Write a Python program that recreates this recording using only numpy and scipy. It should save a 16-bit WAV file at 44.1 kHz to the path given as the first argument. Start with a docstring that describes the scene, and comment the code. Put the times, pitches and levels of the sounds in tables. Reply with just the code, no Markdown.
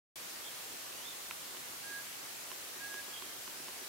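"""A forest at night, on a hand-held camera. Steady hiss comes in, and thin peeps and one rising
whistle carry from far off among the trees. Fingers start to tick and knock on the camera, and
a drip smacks a leaf nearby. Then a small owl, right of the microphone, whistles two pure notes
a second apart, faintly answered by a far slope. More peeps follow as the handling goes on."""
import sys
import numpy as np
from scipy import signal
from scipy.io import wavfile
from scipy.ndimage import uniform_filter1d

SR = 44100
rng = np.random.default_rng(int(sys.argv[2]) if len(sys.argv) > 2 else 0)


def wav_out(sig):
    """Save sig, one row per channel (or a flat mono array), as 16-bit PCM at SR to the path in sys.argv[1]."""
    wavfile.write(sys.argv[1], SR, np.round(np.clip(np.atleast_2d(sig).T, -1, 1) * 32767).astype(np.int16))


N = 171108
TOP_HZ = 15850  # upper edge of the microphone's band


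def amp(db):
    """Decibels to gain."""
    return 10 ** (np.asarray(db) / 20)


def unit(x):
    """Scales to rms 1."""
    return x / np.sqrt(np.mean(x ** 2) + 1e-20)


def read(points, hz):
    """Reads a table on a log-frequency axis."""
    table_hz, value = np.transpose(points)
    return np.interp(np.log(hz + 1), np.log(table_hz + 1), value)


def add(mix, start, sound):
    """Mixes a sound in at a start time in seconds."""
    part = mix[round(start * SR):][:len(sound)]
    part += sound[:len(part)]


def pan(x, db):
    """Places a sound by its left-minus-right level: negative is right of the microphone."""
    return np.array([x * amp(db / 2), x * amp(-db / 2)])


def low_cut(x, hz):
    """Small, light things radiate little bass."""
    return signal.sosfilt(signal.butter(2, hz, "highpass", fs=SR, output="sos"), x)


def ring(modes):
    """One tap leaves each mode ringing as a damped sine."""
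    t = np.arange(SR // 10) / SR
    return sum(amp(db) * np.exp(-np.log(1000) * t / t60) * np.sin(2 * np.pi * hz * t)
               for hz, db, t60 in modes)


def whistle(hz, level, waver):
    """A pure tone with soft ends, its pitch unsteady by the fraction waver."""
    drift = unit(uniform_filter1d(rng.standard_normal(len(hz)), size=400))
    tone = np.sqrt(2) * np.sin(2 * np.pi * np.cumsum(hz * (1 + waver * drift)) / SR)
    return tone * level * signal.windows.tukey(len(hz), 0.1)


def forest(x, t60):
    """Scattered echoes from trunks and leaves, different on each side of the microphone."""
    t = np.arange(SR) / SR
    taps = rng.standard_normal((2, SR)) * (rng.random((2, SR)) < .05)
    tail = taps * np.exp(-np.log(1000) * t / t60) * (1 - np.exp(-t / 0.039))
    tail /= np.linalg.norm(tail, axis=1, keepdims=True)
    return signal.fftconvolve(x[None], tail, axes=1)[:, :N]


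def leaf_scatter(x, share=0.18, flutter_s=0.0015):
    """Leaves scatter a far call: a share of its power flutters quickly at random."""
    pole = np.exp(-1 / (SR * flutter_s))
    noise = uniform_filter1d(rng.standard_normal(N), size=60)
    flutter = unit(signal.lfilter([1], [1, -pole], noise))
    return x * (np.sqrt(1 - share) + np.sqrt(share) * flutter)


def hiss(level_db=-45.5, patchy_db=0.74):
    """Microphone hiss and still night air: wide, even, faintly patchy."""
    # Each row: frequency in Hz, relative noise density in dB.
    spectrum = [(15, -48), (25, -19), (64, -17), (102, -5.5), (144, -8), (268, -4.5), (380, -2.5),
                (512, -2.5), (831, -2.5), (2140, -3), (6450, -4), (14500, -7), (15700, -9.5)]
    # Each row: frequency in Hz, correlation between left and right.
    correlation = [(60, 0.076), (600, .05), (1300, 0.073), (3000, 0.085), (12000, 0.033)]
    # Each row: frequency in Hz, left-minus-right level in dB.
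    balance = [(100, -.5), (1100, -1.5), (3000, 0), (9000, 0)]
    hz = np.fft.rfftfreq(1024, 1 / SR)[:, None]
    noise = rng.standard_normal((N // 256 + 5, 513, 5)).T
    left, independent = noise[0] + 1j * noise[1], noise[2] + 1j * noise[3]
    likeness = read(correlation, hz)
    right = likeness * left + np.sqrt(1 - likeness ** 2) * independent
    patches = unit(uniform_filter1d(uniform_filter1d(noise[4], size=12, axis=0), size=14, axis=1))
    gain = amp(read(spectrum, hz) + patchy_db * patches) * (hz < TOP_HZ)
    frames = np.array([left, right]) * pan(gain, read(balance, hz))
    _, air = signal.istft(frames, nperseg=1024, noverlap=768)
    return amp(level_db) * unit(air[:, :N])


def far_calls(waver=0.0066):
    """Thin peeps and a rising whistle from small animals deep in the trees."""
    # Each row is a peep: start in seconds, length in seconds, pitch in Hz, glide in Hz/s, level in dB.
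    peeps = [(.42, .105, 3200, 900, -56), (0.433, .055, 3490, 1200, -54.5), (.555, .07, 3270, 0, -61),
             (3.124, 0.082, 3258, 0, -51.5), (3.22, .06, 3250, -300, -57), (3.28, .07, 3200, -1300, -59.5)]
    # The whistle climbs, then dips as it fades. Each row: time in seconds, pitch in Hz, level in dB.
    rising_whistle = [(.86, 2460, -68), (.96, 2773, -62), (1.02, 3030, -60), (1.045, 3336, -55.5),
                      (1.08, 3590, -51.5), (1.105, 3630, -57), (1.14, 3300, -64)]
    voice = np.zeros(N)
    for start, length, hz, glide, db in peeps:
        t = np.arange(0, length, 1 / SR)
        swell = amp(db) * np.sqrt(np.sin(np.pi * t / length))
        add(voice, start, whistle(hz + glide * t, swell, waver))
    times, hz, db = np.transpose(rising_whistle)
    t = np.arange(times[0], times[-1], 1 / SR)
    add(voice, times[0], whistle(np.interp(t, times, hz), amp(np.interp(t, times, db)), waver))
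    voice = leaf_scatter(voice)
    return pan(voice, db=-7.5) + amp(-6) * forest(voice, t60=1.1)


def handling(knock_rise_s=0.0025):
    """Each touch rings the camera shell, right at the microphone: dull knock, hollow body, sharp snap."""
    # Each row is a touch: start in seconds, then gains in dB for knock, body and snap.
    touches = [(.738, -45.5, -60, -65), (1.549, -66, -44, -52), (1.5706, -51, -56, -38),
               (1.734, -45.5, -46.5, -60), (1.903, -46.5, -54, -46), (2.5163, -45.5, -40.5, -36),
               (2.760, -45, -62, -62), (2.9423, -43, -42.5, -37.5), (3.080, -44, -50, -60),
               (3.2231, -45.5, -40.5, -39), (3.357, -47, -61, -60), (3.4775, -47, -42.5, -38.5),
               (3.594, -44.5, -64, -60), (3.6834, -46, -40.5, -41), (3.816, -44, -64, -58)]
    # The shell's modes. Each row: frequency in Hz, relative level in dB, seconds to fall 60 dB.
    knock_modes = [(282, -5, 0.053), (371.6, -2.5, 0.069)]
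    body_modes = [(680, -9.5, .012), (1030, 1, .016), (1400, -12, .007)]
    snap_modes = [(2140, -10.5, .004), (3000, -2.5, 0.0075), (3770, -2.5, .004), (5350, -2.5, 0.004)]
    knock, body, snap = ring(knock_modes), ring(body_modes), ring(snap_modes)
    t = np.arange(len(knock)) / SR
    knock *= 1 - np.exp(-t / knock_rise_s)  # a soft finger pushes the shell gently
    shell = np.zeros(N)
    for start, knock_db, body_db, snap_db in touches:
        add(shell, start, amp(knock_db) * knock + amp(body_db) * body - amp(snap_db) * snap)
    return pan(low_cut(shell, hz=173), db=-8)


def drip(start_s=1.31, chirp_s=0.0025, start_hz=1790, rise_hz_per_s=680000):
    """A drop smacks a leaf near the microphone: a very short upward chirp and a brief ring."""
    # The leaf's modes. Each row: frequency in Hz, level in dB before the low cut, seconds to fall 60 dB.
    leaf_modes = [(1020, -36, 0.017), (1350, -35, 0.017), (3700, -39, .004), (5800, -34, .002)]
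    smack, t = np.zeros(N), np.arange(0, chirp_s, 1 / SR)
    chirp = np.cos(2 * np.pi * (start_hz * t + rise_hz_per_s * t ** 2 / 2))
    envelope = amp(-30.5) * np.sin(np.pi * np.sqrt(t / chirp_s))
    add(smack, start_s, envelope * chirp)
    add(smack, start_s, ring(leaf_modes))
    return pan(low_cut(smack, hz=1000), db=-4.5)


def owl(scoop_hz=42, scoop_s=0.033, echo_delay_s=0.14):
    """Two whistles, each scooping up to a held pitch, with a faint echo off a far slope."""
    # The loudness curve of each note. Each row: time in seconds, level in dB.
    first_note = [(1.81, -68), (1.85, -54), (1.90, -50), (1.952, -45), (1.996, -47.5), (2.025, -56)]
    second_note = [(2.79, -63), (2.815, -51), (2.85, -45), (2.888, -52), (2.92, -49), (2.998, -47.5),
                   (3.025, -65)]
    voice, echo = np.zeros(N), np.zeros(N)
    for curve, held_hz, echo_db in ((first_note, 1640, -23), (second_note, 1650, -13.5)):
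        times, db = np.transpose(curve)
        start = times[0]
        t = np.arange(start, times[-1], 1 / SR)
        pitch = held_hz - scoop_hz * np.exp(-(t - start) / scoop_s)
        note = whistle(pitch, amp(np.interp(t, times, db)), waver=0.0019)
        add(voice, start, note)
        add(echo, start + echo_delay_s, amp(echo_db) * note)
    return pan(voice + echo, db=-5) + amp(-15) * forest(voice, t60=0.9)


def scene():
    """The night forest as it reaches the microphone."""
    return owl() + far_calls() + handling() + drip() + hiss()


def record(dry):
    """The microphone switches on after a moment of silence; the top treble is cut steeply."""
    switch_on_s = 0.1575
    live = dry * (np.arange(N) / SR >= switch_on_s)
    lowpass = signal.firwin(511, TOP_HZ, window=("kaiser", 9), fs=SR)
    return signal.oaconvolve(live, lowpass[None], "same")


dry = scene()
out = record(dry)
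wav_out(out)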